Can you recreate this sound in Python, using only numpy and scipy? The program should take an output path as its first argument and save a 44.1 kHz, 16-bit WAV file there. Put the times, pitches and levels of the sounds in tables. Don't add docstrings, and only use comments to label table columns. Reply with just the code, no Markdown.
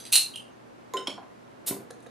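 import sys
import numpy as np
from scipy import signal
from scipy.fft import rfft, irfft
from scipy.io import wavfile
from scipy.ndimage import uniform_filter1d

SR = 44100
rng = np.random.default_rng(int(sys.argv[2]) if len(sys.argv) > 2 else 0)


def int16_out(signal):
    q = np.round(np.clip(np.atleast_2d(signal).T, -1, 1) * 32767)
    wavfile.write(sys.argv[1], SR, q.astype(np.int16))


def how_loud(loudness_db):
    steps = np.asarray(loudness_db, float) / 20
    return 10 ** steps


N = 92610


def rms_one(x):
    return x / np.sqrt(np.mean(x ** 2) + 1e-20)


def at_hz(points, hz):
    points = np.array(points)
    return np.interp(np.log(hz), np.log(points[:, 0]), points[:, 1])


def colour(x, spectrum):
    size = x.shape[-1]
    hz = np.arange(size // 2 + 1) * SR / size + 1
    return irfft(rfft(x) * how_loud(at_hz(spectrum, hz)), size)


def pair(likeness, size):
    mid, side = rfft(rng.standard_normal((2, size)))
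    hz = np.arange(len(mid)) * SR / size + 1
    alike = np.clip(at_hz(likeness, hz), -1, 1)
    sides = np.sqrt(1 + alike) * mid + np.sqrt(1 - alike) * side * [[1], [-1]]
    return irfft(sides, size) / np.sqrt(2)


def contacts(hits):
    t = np.arange(2000) / SR
    push = np.zeros((len(hits), N + 2000))
    for row, (start_s, db, rattle_s) in zip(push, hits):
        grit = np.prod(rng.standard_normal((2, 2000)), axis=0)
        burst = np.sign(grit) * abs(grit) ** .65 * np.exp(-t / max(rattle_s, 1e-4))
        burst = burst * (t < 2 * rattle_s) * np.minimum(t / 0.00061, 1)
        start = int(start_s * SR)
        row[start:start + 2000] = how_loud(db) * burst / np.sqrt(np.sum(burst ** 2) + 1e-12)
    return push[:, :N]


def strike(hits, modes, ring_share, spread_db, crack_db, crack_hz, crack=None, split=0, swell=0.17):
    luck = rng.standard_normal((len(hits), 3 * len(modes)))
    out, push = np.zeros(N), contacts(hits)
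    levels = how_loud(np.array(hits)[:, 1])
    heads = np.array([row[int(hit[0] * SR):][:1400] for row, hit in zip(push, hits)])
    trios = [(hz * (1 + split * k), db - 5, t60) for hz, db, t60 in modes for k in (-1, .2, .9)]
    for (hz, db, t60), strengths in zip(trios, luck.T):
        w = 2 * np.pi * hz / SR
        reached = abs(heads @ np.exp(1j * w * np.arange(1400)))
        even = levels / np.maximum(reached, levels / 4)
        drive = (even * how_loud(db + spread_db * strengths)) @ push + 1e-18
        q = np.exp(-swell * w / 2)
        fed = signal.lfilter([(1 - q * q) / 2, 0, (q * q - 1) / 2], [1, -2 * q * np.cos(w), q * q], drive)
        r = how_loud(-60 / (t60 * ring_share * SR))
        out += signal.lfilter([0, np.sin(w)], [1, -2 * r * np.cos(w), r * r], fed)
    band = signal.butter(4, crack_hz, "band", fs=SR, output="sos")
    dry_crack = signal.sosfilt(band, push.sum(axis=0))
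    if crack is not None:
        dry_crack = colour(dry_crack, crack)
    return out + how_loud(crack_db) * dry_crack


# start in seconds, level in dB, rattle in seconds.
HANDLE_CLACKS = [
    (.1205, -36.5, 0.0016),
    (.1245, -19, 0.0075),
    (.132, -19.5, 0.0066),
    (.140, -20.5, 0.0046),
    (.147, -27.5, 0.0039),
    (.1545, -15.5, 0.0049),
    (.159, -19.5, 0.0058),
    (.172, -25, 0.0036),
    (.180, -27, 0.0031),
    (.214, -34, 0.0037),
]
# frequency in Hz, level in dB, T60 in seconds.
HANDLE_MODES = [(2800, -12.5, 0.27), (3037, -11, 0.077), (4155, -7, 0.064), (4217, -0.5, .1),
                (4750, -11, 0.089), (6133, -15, 0.16), (8344, -11, 0.21), (8800, -0.5, 0.11),
                (9857, -12.5, 0.62), (11100, -14.5, 0.061), (10550, 0, 0.036), (11130, -20, 0.0511),
                (12800, -16, .05), (14100, -13.5, .08)]
# frequency in Hz, level in dB per Hz.
HANDLE_CRACK = [(400, -29), (750, -23.5), (2000, -23), (2750, -10), (4200, -9.5), (5500, -9.5), (10500, -6),
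                (15800, -15.5)]


def handles_clack():
    return strike(HANDLE_CLACKS, HANDLE_MODES, ring_share=0.42, spread_db=1.0,
                  crack_db=34.5, crack_hz=[450, 15500], crack=HANDLE_CRACK, split=.011)


# start in seconds, level in dB, rattle in seconds.
JINGLE_HITS = [(.0002, -38.5, 0.016), (.039, -50, 0.0039), (.0515, -39, 0.0044), (.064, -43.5, .004),
               (.0705, -44.5, .006), (.090, -52.5, 0.0034), (.102, -54, 0.0091)]
# frequency in Hz, level in dB, T60 in seconds.
LOOSE_MODES = [(3630, -9, .03), (4040, -2, .03), (4720, 0.5, 0.018), (6200, -10, .1), (8350, -8, 0.051),
               (9500, -8, .04), (9860, -15.5, 0.042), (10750, -10, .04)]


def handles_jingle():
    return strike(JINGLE_HITS, LOOSE_MODES, ring_share=0.53, spread_db=3.5,
                  crack_db=23, crack_hz=[1500, 10500], split=0.017)


# start in seconds, level in dB, rattle in seconds.
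LATCH_HITS = [
    (.3365, -45, 0.0074),
    (.3572, -31.5, .003),
    (.371, -44.5, .005),
    (.478, -62, 0.0024),
]
# frequency in Hz, level in dB, T60 in seconds.
PIVOT_MODES = [(2900, -2, .08), (2940, -4, 0.052), (3036, -10, 0.1), (3140, 1.5, 0.13), (4400, -32, 0.024),
               (8500, -16.5, 0.066), (9580, -8, 0.184), (10180, -18.5, 0.18), (12350, -24, 0.064)]


def pivot_latches():
    return strike(LATCH_HITS, PIVOT_MODES, ring_share=0.26, spread_db=4.0,
                  crack_db=17, crack_hz=[2400, 10000], split=0.0028)


# start in seconds, level in dB, rattle in seconds.
SQUEAK_HITS = [
    (.513, -60.5, .011),
]
# frequency in Hz, level in dB, T60 in seconds.
PIN_MODES = [(6400, 0, .04)]


def pin_squeaks():
    return strike(SQUEAK_HITS, PIN_MODES, ring_share=0.41, spread_db=-7.0, crack_db=-29, crack_hz=[2000, 9000])


# start in seconds, level in dB, rattle in seconds.
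CLINK_HITS = [
    (.9685, -32.5, 0.00159),
    (.992, -48, .002),
]
# frequency in Hz, level in dB, T60 in seconds.
BLADE_MODES = [(1536, -25, .04), (2020, -16, 0.044), (3025, 0.5, .1), (3060, -15, 0.25), (3720, -12, 0.23),
               (4080, -14, 0.12), (5210, -12, 0.27), (5400, -16.5, 0.4), (6690, -13.5, .1), (7150, -17, .1),
               (7540, -15.5, .15), (8500, -18, .2), (9600, -20, 0.14), (10790, -27, .2)]


def blade_clinks():
    return strike(CLINK_HITS, BLADE_MODES, ring_share=0.72, spread_db=3.0,
                  crack_db=10, crack_hz=[1300, 9000], split=0.0047)


# start in seconds, level in dB, rattle in seconds.
BITE_HITS = [
    (1.0705, -29, .005),
    (1.099, -39.5, 0.0057),
]
# frequency in Hz, level in dB, T60 in seconds.
CRIMP_MODES = [(2284, -8, 0.093), (2456, -10, 0.14), (3155, 2.5, 0.092), (3490, -9.5, .2),
               (3811, -10.5, 0.074), (4150, -9, 0.17), (4450, -7.5, .15), (5370, -6.5, 0.17),
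               (6770, -10, 0.11), (7740, -17.5, 0.13), (9000, -15, 0.11), (9900, -11, .15),
               (10700, -22, .12), (12500, -22, .08)]


def lip_bites():
    return strike(BITE_HITS, CRIMP_MODES, ring_share=0.32, spread_db=-0.5,
                  crack_db=-12, crack_hz=[1800, 11500], split=0.0089)


# start in seconds, level in dB, rattle in seconds.
SEAT_HITS = [
    (1.071, -33, 0.0016),
    (1.104, -58, .004),
    (1.1775, -40, 0.012),
    (1.221, -49.5, 0.0074),
]
# frequency in Hz, level in dB, T60 in seconds.
SHOULDER_MODES = [(776, -15, 0.027), (867, -2, 0.032), (978, 2.5, 0.041), (1320, -4.5, 0.0172)]


def shoulder_answers():
    return strike(SEAT_HITS, SHOULDER_MODES, ring_share=0.48, spread_db=5.0,
                  crack_db=0, crack_hz=[500, 1800], split=0.042, swell=.4)


# start in seconds, level in dB, rattle in seconds.
BUMP_HITS = [
    (1.079, -33, 0.0066),
    (1.098, -36.5, 0.0038),
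    (1.1775, -46.5, 0.0022),
    (1.225, -44.5, 0.00814),
    (1.693, -38.5, 0.0061),
    (1.7075, -28.5, 0.011),
    (1.722, -38.5, 0.0048),
    (1.745, -44.5, 0.0053),
    (1.765, -43, 0.0055),
    (1.80, -45, 0.025),
]
# frequency in Hz, level in dB, T60 in seconds.
TABLE_MODES = [(135, -17, 0.033), (187, -14, .079), (281, -5.5, 0.069), (355.3, 1, 0.066), (482, -4.5, 0.1),
               (601, -5.5, 0.084), (832, -7.5, 0.026), (992, -2.5, 0.038), (1363, -9, 0.026),
               (1880, -11.5, 0.021)]


def table_bumps():
    return strike(BUMP_HITS, TABLE_MODES, ring_share=0.41, spread_db=3.5,
                  crack_db=10, crack_hz=[150, 1800], split=0.068, swell=1.0)


# start in seconds, level in dB, rattle in seconds.
THUD_HITS = [
    (.938, -38.5, 0.0062),
    (.953, -43.5, 0.015),
    (.975, -41, 0.016),
]
# frequency in Hz, level in dB, T60 in seconds.
BELLY_MODES = [(338, -4.5, .05), (438, 1.5, 0.062), (508, 2, .06), (666, -8, 0.045), (1421, -1.5, 0.036),
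               (1920, -2.5, 0.024)]


def belly_thuds():
    return strike(THUD_HITS, BELLY_MODES, ring_share=0.66, spread_db=4.0,
                  crack_db=1, crack_hz=[300, 4000], split=0.039, swell=1.0)


# frequency in Hz, level in dB per Hz.
GAS_SPECTRUM = [(530, -14), (900, -14.5), (1700, -15), (2090, -15), (4090, -8), (6230, -9), (6770, -6.5),
                (11500, -0.5), (15900, -7.5)]


def gas():
    start_s, rise_s, hold_s, t60_s, level_db = 1.661, 0.016, 0.014, 0.057, -25.5
    t = np.arange(N) / SR - start_s
    fall = how_loud(-60 * np.clip(t - rise_s - hold_s, 0, 1) / t60_s)
    shape = np.clip(t / rise_s, 0, 1) * fall
    spit = how_loud(0.78 * rms_one(uniform_filter1d(rng.standard_normal(N), size=60)))
    jet = rms_one(spit * colour(rng.standard_normal(N), GAS_SPECTRUM))
    return how_loud(level_db) * shape * jet


# start in seconds, level in dB, rattle in seconds.
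KNOCK_HITS = [
    (.9365, -22, 0.0016),
    (1.0745, -62, 0.0026),
]
# frequency in Hz, level in dB, T60 in seconds.
RIM_MODES = [(1500, -37, 0.015), (4070, -21, 0.049), (6850, -14.5, 0.067), (9200, -31, 0.018),
             (11950, -21, 0.03)]
# frequency in Hz, level in dB, T60 in seconds.
BOTTLE_MODES = [(386.2, -14.5, 0.32), (452, -5.5, 0.07), (484, -11.5, 0.073), (585, -10, 0.066),
                (1035.3, 0, 0.21)]


def neck_knocks():
    rim = strike(KNOCK_HITS, RIM_MODES, ring_share=1.0, spread_db=2.0,
                 crack_db=8.0, crack_hz=[1300, 11000], split=0.046)
    body = strike(KNOCK_HITS, BOTTLE_MODES, ring_share=0.92, spread_db=6.0,
                  crack_db=-20, crack_hz=[300, 1500], swell=0.071)
    return rim, body


# start in seconds, level in dB, rattle in seconds.
POP_HITS = [
    (1.7105, -31.5, .006),
]
# frequency in Hz, level in dB, T60 in seconds.
HEADSPACE_MODES = [(136.4, -9, 0.033), (228, -5, 0.032), (403, -4, 0.056)]


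def neck_pops():
    return strike(POP_HITS, HEADSPACE_MODES, ring_share=0.61, spread_db=-2.0,
                  crack_db=1, crack_hz=[150, 900], swell=0.71)


# start in seconds, level in dB, rattle in seconds.
DROP_HITS = [
    (1.9035, -41.5, 0.0045),
    (2.0625, -45.5, 0.0027),
]
# frequency in Hz, level in dB, T60 in seconds.
NECK_MODES = [(484, 4.5, 0.082), (722, -2, 0.071), (1290, 2, 0.016), (1677, -0.5, 0.038),
              (1970, -2.5, 0.0094)]


def cap_drops():
    return strike(DROP_HITS, NECK_MODES, ring_share=0.66, spread_db=-0.5,
                  crack_db=12, crack_hz=[300, 2500], split=0.014, swell=0.33)


# start in seconds, level in dB, rattle in seconds.
TICK_HITS = [
    (1.9045, -56.5, 0.0016),
    (1.9085, -46, 0.00046),
    (1.937, -68, 0.0026),
    (2.003, -64, 0.003),
    (2.024, -63, 0.018),
    (2.0635, -63, .002),
    (2.0675, -62.5, 0.0034),
]
# frequency in Hz, level in dB, T60 in seconds.
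CAP_MODES = [(3870, 9, 0.022), (6500, 7.5, 0.017), (7600, 1, .02), (9500, 4.5, 0.021), (9600, -6, 0.011),
             (11200, -0.5, .04), (13700, -15, .02)]


def cap_ticks():
    return strike(TICK_HITS, CAP_MODES, ring_share=0.4, spread_db=-3.0,
                  crack_db=-5, crack_hz=[2500, 14000], split=0.028, swell=0.13)


# frequency in Hz, left-right likeness from -1 to 1.
ECHO_LIKENESS = [(100, 1), (500, 0.86), (1500, 1), (4000, 0.81), (8000, 0.42), (14000, -0.66)]
# frequency in Hz, T60 in seconds.
ECHO_T60 = [(100, 0.54), (400, 0.28), (1000, 0.31), (3000, 0.26), (4500, 0.28), (9000, 0.25), (15000, 0.24)]


def room(x):
    level_db, gap_s = 2.5, 0.002
    size = SR // 2
    t, noise, echo = np.arange(size) / SR, pair(ECHO_LIKENESS, size), 0
    edges = 40 * 2 ** np.arange(0, 9.01, .5)
    for low, high in zip(edges, edges[1:]):
        band = signal.sosfilt(signal.butter(2, [low, high], "band", fs=SR, output="sos"), noise)
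        echo = echo + band * how_loud(-60 * t / at_hz(ECHO_T60, np.sqrt(low * high)))
    power = np.mean(abs(rfft(echo)) ** 2, axis=0)
    even = np.sqrt(uniform_filter1d(power, size=800) / uniform_filter1d(power, size=40))
    echo = irfft(rfft(echo) * even, size)
    echo = echo * np.clip(t / gap_s, 0, 1) ** 2 * (t < .33)
    echo = how_loud(level_db) * echo / np.sqrt(np.sum(echo ** 2) / 2)
    return signal.fftconvolve(x[None], echo, axes=1)[:, :N]


# frequency in Hz, level in dB per Hz.
AIR_SPECTRUM = [(25, -28.5), (95, -17.5), (114, -14), (175, -9.5), (267, -4), (1000, -12), (4000, -31.5),
                (13500, -42.5)]
# frequency in Hz, left-right likeness from -1 to 1.
AIR_COHERENCE = [(60, 0.34), (120, 0.43), (240, -0.3), (950, -0.49), (3770, 0.32), (15000, -0.43)]
# frequency in Hz, rms level in dB.
HUM_TONES = [(120.5, -66), (241, -65)]


def air():
    level_db, top_hz = -49.5, 14000
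    t = np.arange(N) / SR
    waver = how_loud(1.0 * rms_one(uniform_filter1d(rng.standard_normal(N), size=4000)))
    hum = sum(np.sqrt(2) * how_loud(db) * np.sin(2 * np.pi * hz * t) for hz, db in HUM_TONES)
    noise = rms_one(colour(pair(AIR_COHERENCE, N), AIR_SPECTRUM))
    noise = signal.sosfilt(signal.cheby2(12, 50, top_hz, fs=SR, output="sos"), noise)
    return how_loud(level_db) * noise + waver * hum


def ports(near):
    turn_hz, width_hz = 13800, 19000
    r, c = np.exp(-np.pi * width_hz / SR), np.cos(2 * np.pi * turn_hz / SR)
    near[1] = signal.lfilter([r * r, -2 * r * c, 1], [1, -2 * r * c, r * r], near[1])
    near[0, 2:] = near[0, :-2].copy()
    return near


def scene():
    opener = handles_clack() + handles_jingle() + pivot_latches() + pin_squeaks()
    bottle = (blade_clinks() + lip_bites() + shoulder_answers() + table_bumps()
              + belly_thuds() + gas())
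    rim, body = neck_knocks()
    bottle = bottle + rim
    cap = body + neck_pops() + cap_drops() + cap_ticks()
    near = ports(opener * how_loud([[-.7], [.7]]) + (bottle + cap) * how_loud([[-.6], [.6]]))
    echoes = room(opener + how_loud(-2.0) * bottle + how_loud(-4.5) * cap)
    heard = how_loud(-1.5) * (near + echoes)
    bass_cut = signal.butter(4, 115, "high", fs=SR, output="sos")
    return signal.sosfilt(bass_cut, heard) + air()


def band_limit(x):
    return signal.sosfilt(signal.butter(12, 16100, fs=SR, output="sos"), x)


def record(dry):
    balance_db, cutoff_hz = 0.97, 16050
    balanced = dry * how_loud([[-balance_db / 2], [balance_db / 2]])
    mix = signal.sosfilt(signal.cheby2(12, 60, cutoff_hz, fs=SR, output="sos"), balanced)
    return band_limit(mix)


dry = scene()
out = record(dry)
int16_out(out)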